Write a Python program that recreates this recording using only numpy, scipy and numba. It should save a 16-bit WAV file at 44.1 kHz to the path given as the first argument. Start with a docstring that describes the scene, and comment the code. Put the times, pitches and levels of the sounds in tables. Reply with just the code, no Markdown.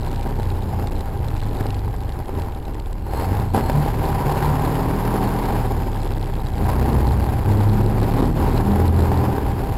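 """Inside the cab of a truck in slow highway traffic: the engine coasts down, pulls away, eases off and pulls again.
Pure tones locked to the crankshaft boom in the cab. Pulses and noise, shaped by spectra and narrow peaks, make
the exhaust drone and the clatter of the block; filtered noise makes the rumbling tyres, ticks, buzz and sizzle.
A gear whines briefly. The bass swings so far that the microphone blocks on its peaks and crackles."""
import sys
import numpy as np
from scipy import signal
from scipy.fft import rfft, irfft, next_fast_len
from scipy.io import wavfile
from numba import njit

SR = 44100
rng = np.random.default_rng(int(sys.argv[2]) if len(sys.argv) > 2 else 0)


def int16_out(signal):
    """Quantize to a 16-bit WAV file."""
    q = np.round(np.clip(np.atleast_2d(signal).T, -1, 1) * 32767)
    wavfile.write(sys.argv[1], SR, q.astype(np.int16))


N = 430857
TIME = np.arange(N) / SR

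# Levels in the tables are relative: trims and slow random changes in the functions come on top.
# Tyre rumble, louder as the truck gathers speed. Each row: time in seconds, level in dB.
ROAD_LEVEL = [(0, -24.5), (1.8, -23.5), (2.7, -31), (3.6, -19), (5, -23), (6.3, -22.5), (7.1, -16),
              (8.2, -18.5), (9.77, -18.5)]
# Smooth spectra of the tyres, the exhaust drone, the block's clatter and the dry ticks.
# Each row: frequency in Hz, level in dB per Hz.
RUMBLE_SPECTRUM = [(12, -22.5), (22, -8.5), (45, -7.5), (70, -1), (92, -1.5), (125, -5), (170, -15.5),
                   (300, -31.5), (700, -42.5)]
DRONE_SPECTRUM = [(40, -10.5), (90, -3.5), (170, 0), (240, 1), (300, 2), (350, 0), (400, 2), (480, -5.5),
                  (600, -11.5), (900, -13), (2000, -34)]
CLATTER_SPECTRUM = [(200, -20.5), (450, -2.5), (700, -5), (1050, -8.5), (1250, -13.5), (1600, -14),
                    (2200, -19.5), (3200, -25), (4500, -30), (6000, -37), (8000, -34), (10000, -33.5),
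                    (12300, -26.5), (15500, -38)]
TICK_SPECTRUM = [(1500, -8), (2700, -2), (4000, -4), (6000, -16.5), (8000, -14.5), (10000, -19),
                 (14000, -34)]
# Narrow peaks in the clatter and in the hiss that rises and falls with it, then those of the ticks.
# Each row: frequency in Hz, width in Hz, height above the smooth spectrum in dB.
CLATTER_PEAKS = [(765, 26, 7), (808.5, 58.5, 11), (906, 39, 7.5), (992, 80, 4.5), (1600, 94, 2.5),
                 (4380, 72, 6.5), (4700, 77, 8.5), (5110, 230, 7.5), (6880, 120, 9.5), (7340, 150, 6.5),
                 (11150, 134, 13.5), (12060, 110, 6), (12400, 250, 1.5), (13000, 320, 5)]
TICK_PEAKS = [(4060, 310, 5.5), (7900, 510, 8.5)]
# The cylinders in firing order. Each row: strength in dB, delay in the exhaust pipe in seconds.
CYLINDERS = [(4.5, 0.00027), (-7.5, .0014), (1.5, 0.00044), (-7.5, .0018), (4.5, 0.00038), (-5, .0022),
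             (1, .0013), (3, 0.000094)]
# Speed of the crankshaft. Each row: time in seconds, turns per second.
CRANK_SPEED = [(0, 30.6), (.3, 31), (.9, 27.9), (1.25, 27.1), (1.75, 25.1), (2.35, 21.2), (2.8, 17.1),
               (3.1, 18), (3.55, 31), (3.75, 36.4), (3.95, 38.2), (4.25, 35.7), (4.8, 38.3), (5.4, 40.8),
               (6.0, 34.6), (6.58, 28.8), (6.9, 32.7), (7.2, 30.2), (7.5, 33.6), (7.9, 35.1), (8.3, 39.8),
               (8.55, 38), (8.87, 42.5), (9.77, 37.8)]
# How hard the engine shakes the cab, about once a turn. Each row: time in seconds, level in dB.
SHAKE_LEVEL = [(0, -22.5), (.55, -22), (.72, -32), (.95, -20.5), (1.13, -31), (1.4, -20), (1.9, -31.5),
               (2.35, -28.5), (3.0, -35.5), (3.9, -20.5), (4.25, -27), (4.9, -24), (6.3, -20.5), (7.2, -32),
               (7.7, -20), (8.55, -20), (9.0, -32), (9.77, -24)]
# Dry ticks while the engine coasts. Each row: time in seconds, strength in dB.
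TICK_TIMES = [(0.0862, -33), (0.115, -29.5), (0.16, -29), (0.2309, -30), (0.4309, -30), (0.503, -29),
              (0.5681, -37), (0.8719, -26), (0.923, -37), (0.964, -33), (1.0076, -29), (1.2451, -32),
              (1.284, -28), (1.3657, -30), (1.403, -31), (1.444, -32), (1.5254, -44), (1.604, -35),
              (1.6667, -27.5), (1.705, -26.5), (1.7444, -30), (1.792, -32), (1.9634, -34), (2.0055, -32),
              (2.0343, -35), (2.0928, -30), (2.1224, -31.5), (2.2828, -37), (2.4203, -30.5), (2.5486, -36),
              (2.745, -31), (2.799, -30), (2.8594, -33), (2.9292, -30.5)]
# Presses of the pedal. Each row: start in seconds, end in seconds, release in seconds,
# clatter lift in dB, drone lift in dB.
PEDAL_PRESSES = [(3.033, 3.396, 0.082, 7, 4), (3.536, 3.8, 0.34, 4.5, 1.5), (3.907, 5.537, 0.4, 6, 3.2),
                 (6.534, 7.051, 0.67, 6.5, 6), (7.388, 9.28, 0.5, 4.5, 6.5)]
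# Brief surges and lulls of the engine's noise.
# Each row: centre in seconds, length in seconds, clatter change in dB, drone change in dB.
SURGES = [(0.28, 0.056, 2.5, 5.5), (0.792, 0.093, 1.5, 1), (1.593, 0.15, 4.5, 5), (2.38, .11, 4, 6.5),
          (3.2, 0.11, 3.5, 1.5), (3.52, 0.046, -6, -13), (3.558, 0.062, 11.5, 15), (3.697, 0.017, 7.5, 6),
          (3.77, .06, 2, 0), (4.348, .35, 2.5, -0.5), (4.714, 0.35, 0, 3), (5.167, 0.23, 0.5, 2.5),
          (6.712, 0.052, 3, -4.5), (6.923, 0.029, 1, 5), (7.55, 0.3, 2, 0), (7.706, 0.11, -1, -2.5),
          (8.207, 0.075, 2.5, 7.5), (8.329, 0.045, -5, -2), (8.452, 0.14, 2, 3), (8.923, 0.058, -5, -4),
          (9.262, 0.07, 2, 1.5)]
# Tones that boom in the cab. Each row: order in cycles per crankshaft turn, level while coasting in dB,
# share of the pedal's drone lift.
BOOM_ORDERS = [(2, -31.5, 0.38), (3, -32, 1), (4, -33, .8), (5, -38.5, 1.0), (6, -42.5, 0.99)]
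# Moments when one of these tones swells. Each row: centre in seconds, length in seconds,
# order in cycles per turn, lift in dB.
BOOM_SWELLS = [(0.808, .4, 3, 8.5), (1.62, 0.48, 4, 6.5), (1.902, 0.51, 2, 6.5), (1.85, 0.49, 5, 5),
               (2.373, .15, 4, 8.5), (2.92, 0.2, 2, 9.5), (3.359, 0.19, 4, 8), (3.61, 0.13, 3, 8),
               (3.781, 0.12, 4, 17.5), (4.503, 0.7, 4, 9.5), (5.15, .5, 4, 3.5), (5.19, 0.48, 5, 10),
               (5.45, .9, 3, 4), (5.1, .7, 6, 4.5), (6.838, 0.32, 4, 4), (7.106, 0.79, 2, 13),
               (7.595, 0.66, 3, 5), (7.746, .45, 6, 10.5), (8.219, .3, 6, 7), (8.25, 0.35, 4, 3.5),
               (8.698, 0.14, 5, 7.5), (8.926, 0.49, 2, 13), (8.95, .7, 5, 4), (9.12, 0.35, 3, 4)]
# Higher tones that growl under load. Each row: order in cycles per turn, level in dB.
GROWL_ORDERS = [(4.5, -9.5), (5.5, -14), (6.5, -13.5), (7, -7.5), (8, -13), (10, -12.5), (10.5, -13)]
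# How the cab responds to an engine tone. Each row: frequency in Hz, gain in dB.
CAB_GAIN = [(35, -3.5), (55, -1), (75, -4), (86, 0), (102, 2), (122, -1.5), (146, -1), (165, -5), (205, 1),
            (245, -1), (330, -4), (385, 2.5), (430, -8)]
# Thin sizzle as the engine takes up the load. Each row: centre in seconds, length in seconds, level in dB.
SPURTS = [(3.18, 0.16, -49), (3.626, 0.22, -48.5)]
# A thin, faint squeal, perhaps the brakes. Each row: centre in seconds, length in seconds, level in dB.
SQUEALS = [(.75, .3, -61.5), (5.8, 0.45, -58)]

# With the pedal up and no surge, engine speed alone sets the basic levels of clatter and drone.
COAST_TURNS_PER_S, COAST_CLATTER_DB, COAST_DRONE_DB = 33.6, -36, -33.5
CLATTER_DB_PER_OCTAVE, DRONE_DB_PER_OCTAVE = 5, 4.5
PRESS_ATTACK_S = 0.098
# Growl against the drone with the pedal up, and the share of the clatter lift added to it.
GROWL_COAST_DB, GROWL_SHARE = -2.5, .65
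# The whine's pitch at the start and its steady fall, its level, and its fade.
WHINE_HZ, WHINE_SAG_HZ_PER_S, WHINE_DB = 967, 145, -45.5
WHINE_FADE_START_S, WHINE_FADE_S = 0.88, 0.52
# Buzz with the pedal up at a given shake level, and dB gained per dB of shake.
BUZZ_DB, BUZZ_AT_SHAKE_DB, BUZZ_GROWTH = -47.5, -20, 1.0
SPURT_FLICKER_DB = 3
MIC_CORNER_HZ, CUTOFF_HZ = 200, 15800


def from_db(db):
    """Turn decibels into a plain gain."""
    return 10 ** (np.asarray(db) / 20)


def rms_one(x):
    """Scale a sound to an average (rms) level of 1."""
    return x / np.sqrt(np.mean(x ** 2) + 1e-20)


def in_time(rows):
    """Join the points of a curve with straight lines, one value per sample."""
    times, values = np.transpose(rows)
    return np.interp(TIME, times, values)


def noise():
    """White noise: all pitches equally strong."""
    return rng.standard_normal(N)


def drift(rate_hz):
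    """Slow random wandering, drawn every few samples and joined up."""
    step, size = 40, 16384
    hz = np.arange(size // 2 + 1) * SR / step / size
    smoothing = 1 / (1 + (hz / rate_hz) ** 2) ** 2
    slow = irfft(rfft(rng.standard_normal(size)) * smoothing, size)
    return np.interp(np.arange(N) / step, np.arange(size), rms_one(slow))


def bump(centre_s, length_s):
    """A smooth rise and fall of height 1, length_s wide at half height."""
    return np.exp2(-np.minimum((2 * (TIME - centre_s) / length_s) ** 2, 60))


def colour(x, spectrum, peaks=()):
    """Give a sound a smooth spectrum with narrow peaks on top, at rms 1."""
    size = next_fast_len(N + 8192)
    hz = np.maximum(np.arange(size // 2 + 1) * SR / size, 1)
    points, levels = np.transpose(spectrum)
    db = np.interp(np.log(hz), np.log(points), levels)
    for centre, width, lift in peaks:
        db = db + lift / (1 + (2 * (hz - centre) / width) ** 2)
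    # Fade out beyond both ends of the spectrum.
    ends = np.minimum(hz / points[0], 1) * np.minimum(points[-1] / hz, 1)
    return rms_one(irfft(rfft(x, size) * from_db(db) * ends ** 2, size)[:N])


def resonate(x, hz, width_hz):
    """Ring one resonance, with gain 1 at its peak."""
    r = np.exp(-np.pi * width_hz / SR)
    feedback = [1, -2 * r * np.cos(2 * np.pi * hz / SR), r * r]
    return signal.lfilter(np.array([1, 0, -1]) * (1 - r * r) / 2, feedback, x)


def resonate_twice(x, hz, width_hz):
    """Pass a sound through the same resonance twice, for a narrower band."""
    return resonate(resonate(x, hz, width_hz), hz, width_hz)


def die_away(hits, decay_s):
    """Turn each hit into a level that falls off exponentially."""
    return signal.lfilter([1], [1, -np.exp(-1 / (decay_s * SR))], hits)


def tone(turns, order, db):
    """A sine with order cycles per turn, at the given rms level."""
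    return from_db(db) * np.sqrt(2) * np.sin(2 * np.pi * (order * turns + rng.random()))


def cab_response(hz):
    """Gain of the cab in dB for a tone of this pitch: its resonances favour some pitches."""
    points, db = np.transpose(CAB_GAIN)
    return np.interp(np.log(hz), np.log(points), db)


def heave():
    """The cab's air heaves on the springs: slow random pressure."""
    return from_db(-43) * drift(20)


def tyre_rumble():
    """Tyres on the road: noise with a low spectrum that follows the road level."""
    return from_db(in_time(ROAD_LEVEL) - 4.5) * colour(noise(), RUMBLE_SPECTRUM)


def sizzle(spurts, low_hz, high_hz, width_hz, high_db):
    """Noise in two narrow resonances, coming in flickering spurts."""
    level = sum(from_db(db) * bump(centre_s, length_s) for centre_s, length_s, db in spurts)
    flicker = from_db(SPURT_FLICKER_DB * drift(34))
    air = noise()
    low = resonate_twice(air, low_hz, width_hz)
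    high = resonate_twice(air, high_hz, width_hz)
    return level * flicker * rms_one(low + from_db(high_db) * high)


def ticks(decay_s, level_db):
    """Each dry tick is a fizz of noise that dies away within milliseconds."""
    times, db = np.transpose(TICK_TIMES)
    hits = np.zeros(N)
    hits[np.clip((times * SR).astype(int), 0, N - 1)] = from_db(db + level_db)
    # The tiny offset keeps the decay from sinking to extremely small numbers.
    return die_away(hits + 1e-18, decay_s) * colour(noise(), TICK_SPECTRUM, TICK_PEAKS)


def buzz(turns, shake_db, lift_db, sharpness, rebound_db, uneven_db, damping):
    """Fizz flares once a turn and on the rebound half a turn later; it grows with the shake, eases under load."""
    db = BUZZ_DB + BUZZ_GROWTH * (shake_db - BUZZ_AT_SHAKE_DB) - damping * lift_db
    swing = sharpness * np.cos(2 * np.pi * turns)
    crests = np.exp(swing) + from_db(rebound_db) * np.exp(-swing)
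    crests = crests * from_db(uneven_db * drift(24.4))
    return from_db(db) * rms_one(crests) * colour(noise(), TICK_SPECTRUM, TICK_PEAKS)


def whine(waver):
    """A gear mesh sings as the truck slows: a sine that sinks, wavers and fades."""
    hz = (WHINE_HZ - WHINE_SAG_HZ_PER_S * TIME) * (1 + waver * drift(30))
    fade = np.clip(1 - (TIME - WHINE_FADE_START_S) / WHINE_FADE_S, 0, 1)
    return fade * tone(np.cumsum(hz) / SR, 1, WHINE_DB + 2 * drift(17))


def pedal():
    """Lift of clatter and drone in dB: each press rises quickly, holds and lets go."""
    lift = np.zeros((2, N))
    for start, end, release_s, *lifts_db in PEDAL_PRESSES:
        rise = (TIME - start) / PRESS_ATTACK_S
        fall = 1 - (TIME - end) / release_s
        held = np.clip(np.minimum(rise, fall), 0, 1)
        lift = np.maximum(lift, np.outer(lifts_db, held))
    return lift


def effort(speed, lift_db, clatter_waver_db, drone_waver_db):
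    """Levels of clatter and drone from engine speed, pedal, surges and a shared unsteadiness."""
    octaves, unsteady = np.log2(speed / COAST_TURNS_PER_S), drift(37)
    surge_db = sum(np.outer(db, bump(centre_s, length_s)) for centre_s, length_s, *db in SURGES)
    clatter_db = COAST_CLATTER_DB + CLATTER_DB_PER_OCTAVE * octaves + clatter_waver_db * unsteady
    drone_db = COAST_DRONE_DB + DRONE_DB_PER_OCTAVE * octaves + drone_waver_db * unsteady
    return lift_db + surge_db + [clatter_db, drone_db]


def firings(turns, chance_db, jitter_s):
    """One kick per firing, eight in two turns; cylinders differ in strength and delay, and so does each burn."""
    at = np.flatnonzero(np.diff(np.floor(turns * len(CYLINDERS) / 2)))
    own_db, pipe_s = np.array(CYLINDERS)[np.arange(len(at)) % len(CYLINDERS)].T
    chance = rng.standard_normal((len(at), 2))
    late = ((pipe_s + chance[:, 1] * jitter_s) * SR).astype(int)
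    # Kicks further apart are made stronger, so that the average power does not depend on speed.
    strength = from_db(own_db + chance_db * chance[:, 0]) * np.sqrt(np.gradient(at))
    kicks = np.zeros(N)
    kicks[np.clip(at + late, 0, N - 1)] = strength
    return kicks


def knock(clatter_db, hz, width_hz, growth, full_db):
    """Hard combustion rings the block near one pitch; it grows faster with load than the clatter does."""
    ringing = rms_one(resonate_twice(noise(), hz, width_hz))
    # It is at its full level once the clatter level reaches -28 dB.
    return from_db(full_db + growth * np.minimum(clatter_db + 28.0, 0)) * ringing


def clatter(kicks, burst_s, steady, flutter_db):
    """Each firing sets off a short burst of noise over the steady wash of the running gear."""
    bursts = rms_one(die_away(kicks, burst_s))
    force = (steady + bursts) * from_db(flutter_db * drift(60))
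    return colour(force * noise(), CLATTER_SPECTRUM, CLATTER_PEAKS)


def growl(turns, speed, waver_db):
    """The repeating firing pattern leaves clean whole and half orders above the lowest boom."""
    out = 0
    for order, level_db in GROWL_ORDERS:
        db = level_db + cab_response(order * speed) + waver_db * drift(6.4)
        out = out + tone(turns, order, db)
    return out


def drone(kicks, pulse_db, flow_db):
    """Exhaust pulses and turbulent flow, heard through the cab's panels."""
    pulses = from_db(pulse_db) * colour(kicks, DRONE_SPECTRUM)
    return pulses + from_db(flow_db) * colour(noise(), DRONE_SPECTRUM)


def boom(turns, speed, lift_db, waver_db):
    """Low orders grow with the pedal and boom as they sweep through the cab's resonances."""
    out = 0
    for order, coast_db, share in BOOM_ORDERS:
        db = coast_db + share * lift_db + cab_response(order * speed)
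        for centre_s, length_s, swelling_order, swell_db in BOOM_SWELLS:
            if round(swelling_order) == round(order):
                db = db + swell_db * bump(centre_s, length_s)
        out = out + tone(turns, round(order), db + waver_db * drift(7.4))
    return out


def engine(turns, speed, shake_db, lift_db):
    """Crankshaft and firings drive the cab shake, boom, drone, growl, clatter and knock."""
    clatter_db, drone_db = effort(speed, lift_db, clatter_waver_db=-0.01, drone_waver_db=1.08)
    kicks = firings(turns, chance_db=3.6, jitter_s=.0001)
    growl_db = drone_db + GROWL_COAST_DB + GROWL_SHARE * lift_db[0]
    out = tone(turns, 0.98, shake_db - 2.5)  # the cab shake
    out += boom(turns, speed, lift_db[1], waver_db=1.8)
    out += from_db(drone_db) * drone(kicks, pulse_db=-3.5, flow_db=-1.5)
    out += from_db(growl_db) * growl(turns, speed, waver_db=2.5)
    out += from_db(clatter_db + 1.5) * clatter(kicks, burst_s=0.0025, steady=2.07, flutter_db=1.59)
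    out += knock(clatter_db, hz=960, width_hz=220, growth=3.15, full_db=-32.5)
    return out


def scene():
    """Add up the heaving air, the road, the dry ticks, buzz, sizzle and squeal, the gear and the engine."""
    speed = in_time(CRANK_SPEED)
    turns = np.cumsum(speed) / SR
    shake_db = in_time(SHAKE_LEVEL)
    lift_db = pedal()
    background = heave() + tyre_rumble()
    small_sounds = sizzle(SQUEALS, low_hz=5020, high_hz=6930, width_hz=190, high_db=-4.0)
    small_sounds += sizzle(SPURTS, low_hz=4250, high_hz=7800, width_hz=280, high_db=-5.5)
    small_sounds += ticks(decay_s=0.0017, level_db=-3.5)
    small_sounds += buzz(turns, shake_db, lift_db[0], sharpness=22.0, rebound_db=0, uneven_db=3.0, damping=0.85)
    out = background + small_sounds + whine(waver=0.0011) + engine(turns, speed, shake_db, lift_db)
    return out[None]


@njit
def saturate(pressure, ceiling, recharge, settle):
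    """Pressure beyond the ceiling is lost; it also shifts the bias, which ends the overload early."""
    lost, blocked, bias = np.zeros(len(pressure)), np.zeros(len(pressure)), 0.0
    for i in range(len(pressure)):
        level = pressure[i] - bias
        excess = level - min(max(level, -ceiling), ceiling)
        lost[i] = bias + excess
        blocked[i] = excess != 0
        bias += recharge * excess - settle * bias
    return lost, blocked


def blocking_microphone(x, ceiling, recharge_s, settle_s, ring_db):
    """The capsule overloads ahead of its bass cut; sound dies away, then snaps back with a short ring."""
    cut = [1, -np.exp(-2 * np.pi * MIC_CORNER_HZ / SR)]
    leak = [1, -np.exp(-2 * np.pi * 4 / SR)]  # the bass cut levels off below 4 Hz
    # Undo the bass cut to get the pressure at the capsule; what is lost there passes through the cut.
    pressure = signal.lfilter(cut, leak, x)
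    lost, blocked = saturate(pressure, ceiling, 1 / (recharge_s * SR), 1 / (settle_s * SR))
    release = np.maximum(-np.diff(blocked, prepend=0), 0) * x + 1e-18
    ring = resonate(release, 4070, 510) + .5 * resonate(release, 7760, 440)
    return x - signal.lfilter(leak, cut, lost) + from_db(ring_db) * ring


def record(dry):
    """Overload at the microphone, then the top is cut."""
    heard = blocking_microphone(dry[0], ceiling=.85, recharge_s=0.0033, settle_s=0.014, ring_db=7.0)[None]
    top_cut = signal.ellip(12, .1, 90, CUTOFF_HZ, fs=SR, output="sos")
    return signal.sosfilt(top_cut, heard)


dry = scene()
out = record(dry)
int16_out(out)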